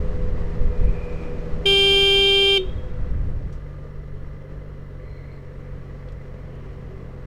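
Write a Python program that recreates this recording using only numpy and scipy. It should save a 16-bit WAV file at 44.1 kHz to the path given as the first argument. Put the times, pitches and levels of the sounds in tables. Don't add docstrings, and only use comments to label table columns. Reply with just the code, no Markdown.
import sys
import numpy as np
from scipy import signal
from scipy.fft import rfft, irfft, next_fast_len
from scipy.io import wavfile
from scipy.ndimage import uniform_filter1d

SR = 44100
rng = np.random.default_rng(int(sys.argv[2]) if len(sys.argv) > 2 else 0)


def transcribe(signal):
    frames = np.atleast_2d(signal).T
    limited = np.clip(frames, -1, 1)
    pcm = np.round(limited * 32767).astype(np.int16)
    wavfile.write(sys.argv[1], SR, pcm)


N = 320166
T = np.arange(N) / SR
HORN_ON_S, HORN_OFF_S, HORN_HZ = 1.656, 2.578, 394.65

# t/s, v/(m/s)
ROAD_SPEED = [(0, 9.5), (1, 10), (1.5, 10), (2, 10), (2.8, 7), (3.6, 4), (4.4, 0), (5.6, 4)]


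def gain_of(db):
    return 10 ** (np.asarray(db) / 20)


def unit_rms(x):
    return x / np.sqrt(np.mean(x ** 2) + 1e-20)


def curve(points):
    return np.interp(T, *np.transpose(points))


def level_at(spectrum, hz):
    f, db = np.transpose(spectrum)
    return np.interp(np.log(hz + 1), np.log(f + 1), db)


def noise(shape):
    size = next_fast_len(N)
    spectrum = rfft(rng.standard_normal(size)) * shape(np.fft.rfftfreq(size, 1 / SR))
    return unit_rms(irfft(spectrum, size)[:N])


def band(hz, width):
    return noise(lambda f: (1 + ((f - hz) / width) ** 2) ** (-3 / 2))


def drift(rate_hz, t=T):
    knots = rng.standard_normal(4000)
    return unit_rms(np.interp(t * rate_hz * 2, np.arange(len(knots)), knots))


def gate(start, end, rise, fall):
    return (1 - np.exp(-np.maximum(T - start, 0) / rise)) * np.exp(-np.maximum(T - end, 0) / fall)


def swell(peak_s, half_length_s):
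    return 1 / (1 + ((T - peak_s) / half_length_s) ** 4)


def pace(cruise_m_per_s=9.6):
    return curve(ROAD_SPEED) / cruise_m_per_s


def engine():
    # t/s, f/Hz
    firing_rate = [(0, 83.9), (.4, 81.8), (1.4, 81.4), (1.7, 80), (2.1, 74), (2.35, 63), (2.6, 57.2),
                   (3.1, 54.3), (3.4, 48.2), (4.5, 48.1), (4.7, 49.3), (5, 46.2), (6.1, 45.8),
                   (7.26, 45.15)]
    firing_hz = curve(firing_rate)
    exhaust_db, casing_db, box_db = engine_levels(firing_hz)
    firings = np.cumsum(firing_hz * (1 + .003 * drift(13))) / SR
    load = np.clip((firing_hz - 50) / 26, 0, 1)
    note = gain_of(exhaust_db) * exhaust(firings, load)
    drone = gain_of(box_db) * air_box(firings, firing_hz)
    clatter = gain_of(casing_db) * casing(firings)
    throb = gain_of(-41.5) * band(hz=54, width=16)
    return note + drone + clatter + throb + gears(firings, load)


def engine_levels(firing_hz, idle_hz=47, cruise_hz=82, overrun_hz_per_s=59, clutch_s=3.08, pull_s=.32):
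    revs = (firing_hz - idle_hz) / (cruise_hz - idle_hz)
    fall_hz_per_s = uniform_filter1d(-np.gradient(firing_hz) * SR, size=6000)
    overrun = np.clip(fall_hz_per_s / overrun_hz_per_s, 0, 1) ** 2
    clutch = np.clip((T - clutch_s) / pull_s, 0, 1)
    coasting_db = -6.5 * (1 - clutch)
    exhaust_db = (-37.5 + coasting_db) * (1 - revs) - 34.5 * revs - 3.5 * overrun
    casing_db = -48.5 * (1 - revs) - 43.5 * revs - 4 * overrun
    box_db = -48.5 * (1 - revs) - 40 * revs - 8.5 * overrun - 14.5 * clutch
    return exhaust_db, casing_db, box_db


def exhaust(firings, load, flutter=.083, dispersion_rad=.903, half_order_db=-21):
    # multiple of the firing rate, relative level/dB
    cruise_orders = [(1, 1), (2, 1.5), (3, -15.5), (4, -15.5), (5, -6.5), (7, -13)]
    idle_orders = [(1, 4.5), (2, 4), (3, 6.5), (4, -11), (5, -16), (6, -11.5), (7, -37.5), (8, -30),
                   (9, -30.5), (10, -30.5), (11, -29.5)]
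    note = np.zeros(N)
    for orders, share in ((cruise_orders, load), (idle_orders, 1 - load)):
        lines = [gain_of(db) * np.cos(2 * np.pi * k * firings - dispersion_rad * k ** 2 / 2)
                 for k, db in orders]
        note += share * unit_rms(sum(line * (1 + flutter * drift(11)) for line in lines))
    halves = sum(drift(4) * np.cos(2 * np.pi * ((k + .5) * firings + rng.random())) for k in range(12))
    return note + gain_of(half_order_db) * unit_rms(halves)


def air_box(firings, firing_hz, resonance_hz=499, width_hz=42, odd_gain=.55, flutter=.35):
    crank_hz = firing_hz / 2
    drone = np.zeros(N)
    for k in range(11, 25):
        detuning = (k * crank_hz - resonance_hz) / (width_hz / 2)
        gain = (odd_gain if k % 2 else 1) / (1 + detuning ** 4)
        drone += gain * (1 + flutter * drift(21)) * np.cos(np.pi * k * firings)
    return np.sqrt(2) * drone


def casing(firings, knock=.221, uneven=.083):
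    # f/Hz, width/Hz, relative level/dB
    resonances = [(412.4, 59, 2), (503, 50, 0), (610, 36, -7.5), (975, 140, -13), (1194, 170, -11),
                  (1400, 330, -10), (1727, 216, -10), (2008, 92, -11), (2980, 540, -20), (4120, 400, -24.5),
                  (5500, 60, -30.5)]
    blows = (1 + knock * np.cos(2 * np.pi * firings)) * (1 + uneven * np.cos(np.pi * firings))
    rattle = sum(gain_of(db) * band(hz, width) for hz, width, db in resonances)
    return unit_rms(rattle) * unit_rms(blows)


def chain(links_per_m=22.5, cruise_db=-53, flutter=.11, speed_power=1.87):
    mesh_hz = links_per_m * curve(ROAD_SPEED)
    hum = np.sqrt(2) * np.sin(2 * np.pi * np.cumsum(mesh_hz) / SR) * (1 + flutter * drift(6.4))
    return gain_of(cruise_db) * pace() ** speed_power * hum


def wind(cruise_db=-30.5, breeze_db=-40.5, speed_power=4.1, calm_db_per_octave=-3.5, flicker_db=1):
    # t/s, half length/s, level/dB, tilt/(dB/octave)
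    gusts = [(0.197, 0.34, -21, -0.5), (0.644, 0.085, -16.5, -1), (.855, 0.078, -15.5, -2.5),
             (1.2, 0.27, -32, -1), (1.567, 0.046, -20.5, -2.5), (2.17, .05, -31.5, 2.5),
             (2.744, 0.077, -22.5, -2.5), (3.158, 0.31, -22.5, 1), (4.155, 0.24, -34.5, -1.5)]
    steady_power = gain_of(breeze_db) ** 2 + (gain_of(cruise_db) * pace() ** speed_power) ** 2
    flows = [(steady_power, calm_db_per_octave)]
    flows += [((gain_of(db) * swell(s, half_length)) ** 2, tilt) for s, half_length, db, tilt in gusts]
    total_power = sum(power for power, tilt in flows)
    mean_tilt = sum(power * tilt for power, tilt in flows) / total_power
    return eddies(mean_tilt) * np.sqrt(total_power) * gain_of(-flicker_db * drift(7))


def eddies(db_per_octave):
    # f/Hz, relative density level/dB
    buffet = [(8, -3), (18, 8), (32, -5), (55, -4), (90, -10), (150, -17.5), (300, -33.5), (600, -43),
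              (1500, -82.5), (5000, -110)]
    hz, t, frames = signal.stft(rng.standard_normal(N), SR, nperseg=4096, noverlap=3072)
    octaves = np.log2(np.clip(hz, 20, 400) / 40)
    shape_db = level_at(buffet, hz)[:, None] + octaves[:, None] * np.interp(t, T, db_per_octave)
    rumble = unit_rms(signal.istft(frames * gain_of(shape_db), SR, nperseg=4096, noverlap=3072)[1][:N])
    return rumble / np.sqrt(uniform_filter1d(rumble ** 2, size=7000) + 1e-9)


def tyre_roar(treble_db):
    # f/Hz, relative density level/dB
    spectrum = [(60, 6.5), (200, 5), (450, -5), (620, -6), (850, -12), (1200, -12), (1550, -21.5),
                (1900, -20), (2400, -20), (3100, -26), (4200, -29.5), (5500, -32), (8000, -39.5),
                (12000, -53.5)]
    return noise(lambda f: gain_of(level_at(spectrum, f) + treble_db * np.clip((f - 2000) / 1500, 0, 1)))


def traffic(cruise_db=-37.5, distant_db=-47.5, flicker_db=.8, speed_power=1.5):
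    # t/s, half length/s, f/Hz, width/Hz, level/dB
    passes = [(0.453, .3, 1880, 201, -59.5), (1.09, 0.26, 2436, 150.3, -52), (2.13, .13, 1250, 343, -57),
              (3.008, 0.34, 1450, 694, -58), (6.1, .7, 2006, 381, -64), (6.628, .13, 2900, 452, -66.5)]
    own = gain_of(cruise_db) * pace() ** speed_power * tyre_roar(treble_db=-1)
    distant = gain_of(distant_db) * tyre_roar(treble_db=-.5)
    tyres = (own + distant) * gain_of(flicker_db * drift(19))
    for s, half_length, hz, width, db in passes:
        tyres += gain_of(db) * band(hz, width) * swell(s, half_length)
    return tyres


def horn(overtones_db=-17, diaphragm_db=-21.5):
    drive = gate(HORN_ON_S, HORN_OFF_S, .0022, .0032)
    sounding = (T >= HORN_ON_S) & (T < HORN_OFF_S + .05)
    overtones = np.zeros(N)
    overtones[sounding] = gain_of(overtones_db) * disc_overtones(T[sounding])
    return overtones * drive + gain_of(diaphragm_db) * diaphragm() + disc_ring(drive)


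def diaphragm(free_hz=374, decay_s=.071, release_db=-.5):
    held = T < HORN_OFF_S
    cycles = np.cumsum(np.where(held, HORN_HZ, free_hz)) / SR
    dying = gain_of(release_db) * np.exp(-((T - HORN_OFF_S) / decay_s) ** 2)
    swing = gate(HORN_ON_S - .008, HORN_OFF_S, .0051, 1)
    return np.sqrt(2) * swing * np.where(held, 1, dying) * np.cos(2 * np.pi * cycles)


def disc_overtones(t, sway_db=1, shake_hz=63, roughness=.156, dulling_db=3, sag_hz=9):
    # harmonic number, relative level/dB
    harmonics = [(1, -1.5), (2, -19.5), (3, -26), (4, -21), (5, -34.5), (6, -6), (7, -10.5), (8, 2),
                 (9, -15.5), (10, -24.5), (11, -25), (12, -21), (13, -22.5), (14, -40), (15, -40),
                 (16, -35.5), (17, -28), (18, -47), (19, -35), (20, -36), (21, -46), (22, -36), (23, -45),
                 (24, -38), (25, -38.5), (26, -31), (27, -54.5), (28, -39), (29, -52.5), (30, -47.5),
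                 (31, -53.5), (32, -56), (33, -53), (34, -42), (35, -38.5), (36, -52), (37, -55),
                 (38, -46.5), (39, -51)]
    shake = .001 * np.sin(2 * np.pi * shake_hz * t + drift(5, t))
    jitter = .0013 * drift(130, t)
    lag = sag_hz * np.maximum(t - HORN_OFF_S + .007, 0)
    cycles = HORN_HZ * t + shake + jitter - lag
    from_middle = (t - HORN_ON_S) / (HORN_OFF_S - HORN_ON_S) - .5
    gains = gain_of([db for k, db in harmonics])
    log_gain = np.log(np.r_[gains[0] / 10, gains])
    phases = -signal.hilbert(np.r_[log_gain, log_gain[:0:-1]]).imag
    tone = np.zeros(len(t))
    for k, gain in enumerate(gains[1:], start=2):
        weakness = 1 / (1 + (gain * 10) ** 2)
        colour_db = sway_db * (.067 + weakness) * drift(2.2, t)
        colour_db -= dulling_db * from_middle * min(k / 20, 1)
        rasp = 1 + roughness * (.032 + weakness) * drift(140, t)
        tone += gain * gain_of(colour_db) * rasp * np.cos(2 * np.pi * k * cycles + phases[k])
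    return unit_rms(tone)


def disc_ring(drive):
    # f/Hz, t60/s, level/dB
    modes = [(1910, .5, -69.5), (2430, .3, -58), (2700, 0.277, -54.5), (2824, 0.22, -49), (3050, .12, -55),
             (3185, 0.18, -44), (3240, 0.23, -39.5), (3363, .25, -44.5), (3390, .06, -47.5),
             (3660, .07, -44.5), (3767, .35, -52), (3675, 0.17, -42.5), (4125, .04, -59.5),
             (4300, 0.21, -53.5)]
    t = T[:SR]
    response = np.zeros(SR)
    for hz, t60, db in modes:
        mode = np.exp(-np.log(1000) * t / t60) * np.sin(2 * np.pi * (hz * t + rng.random()))
        response += gain_of(db) * mode / np.linalg.norm(mode)
    first_blow = 3 * gate(HORN_ON_S, HORN_ON_S, .001, .013)
    last_blow = .92 * gate(HORN_OFF_S - .012, HORN_OFF_S, .0066, .006)
    force = rng.standard_normal(N) * (drive + first_blow + last_blow)
    return signal.fftconvolve(force, response)[:N]


def horn_contact(rasp_db=-53.5, fade_db_per_s=4, bite_db=-33, snap_db=-39):
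    age_s = np.clip(T - HORN_ON_S, 0, 1)
    pulses = (1 + .5 * np.cos(2 * np.pi * HORN_HZ * T)) * gate(HORN_ON_S, HORN_OFF_S, .0025, .025)
    rasp = gain_of(rasp_db - fade_db_per_s * age_s) * band(6500, 5500) * pulses
    bite = gain_of(bite_db) * band(2900, 600) * gate(HORN_ON_S, HORN_ON_S, .001, .012)
    snap = gain_of(snap_db) * band(4400, 2200) * gate(HORN_OFF_S - .007, HORN_OFF_S - .002, .003, .005)
    return rasp + bite + snap


def street(direct, wet_db=-21, t60=.3):
    t = T[:SR // 2]
    response = rng.standard_normal(len(t)) * (t > .002) * np.exp(-np.log(1000) * t / t60)
    return direct + gain_of(wet_db) * signal.fftconvolve(direct, response / np.linalg.norm(response))[:N]


def far_echo(wet_db=-48, t60=1.04):
    # f/Hz, width/Hz, relative level/dB
    partials = [(2500, 50, -23), (2641, 90, -9.5), (3270, 48, -1), (3675, 60, -7)]
    echo = sum(gain_of(db) * band(hz, width) for hz, width, db in partials)
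    return gain_of(wet_db) * echo * gate(HORN_ON_S + .05, HORN_OFF_S, .039, t60 / np.log(1000))


def gears(firings, load):
    orders = [11, 25]
    levels = [-58.5, -64.5]
    tones = sum(gain_of(db) * (1 + .5 * drift(6)) * np.cos(2 * np.pi * k * firings)
                for k, db in zip(orders, levels))
    return tones * (1 - load) ** 4


def clicks():
    # t/s, f/Hz, width/Hz, level/dB before the envelope, decay time/s
    impacts = [(3.525, 4300, 4500, -56, 0.017), (4.507, 2088, 402, -58, .006),
               (4.995, 1990, 400.1, -52.5, 0.016), (6.026, 1300, 1200, -48, 0.0034),
               (6.085, 3500, 1200, -54.5, 0.0063), (6.088, 7570, 1213, -73, .008),
               (6.121, 4000, 3998, -60, 0.0055), (6.553, 6000, 5000, -67, 0.0034)]
    return sum(gain_of(db) * band(hz, width) * gate(s, s + .0021, .00076, decay)
               for s, hz, width, db, decay in impacts)


def brake_squeal(start_s=5.03, end_s=5.38):
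    # f/Hz, width/Hz, level/dB
    resonances = [(4170, 140, -69), (2235, 90, -64.5), (2060, 100, -59.5)]
    squeal = sum(gain_of(db) * band(hz, width) for hz, width, db in resonances)
    return squeal * gate(start_s, end_s, .024, .012)


def crossing_car(nearest_s=6.85, tyres_db=-47):
    # f/Hz, width/Hz, level/dB, half length/s
    hum_bands = [(166.4, 6, -50.5, 1.2), (384, 5.1, -52.5, 0.37)]
    hum = sum(gain_of(db) * band(hz, width) * swell(nearest_s, half_length)
              for hz, width, db, half_length in hum_bands)
    return hum + gain_of(tyres_db) * tyre_roar(treble_db=-9) * swell(nearest_s, half_length_s=.59)


def scene():
    ride = engine() + chain() + wind() + traffic() + crossing_car() + brake_squeal() + clicks()
    return (ride + street(horn() + horn_contact()) + far_echo())[None]


def record(dry, hiss_db=-77, cutoff_hz=15700):
    tapered = (dry + gain_of(hiss_db) * rng.standard_normal(dry.shape)) * signal.windows.tukey(N, .0015)
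    low_pass = signal.firwin(511, cutoff_hz, window=("kaiser", 9), fs=SR)
    return signal.oaconvolve(tapered, low_pass[None], "same")


dry = scene()
out = record(dry)
transcribe(out)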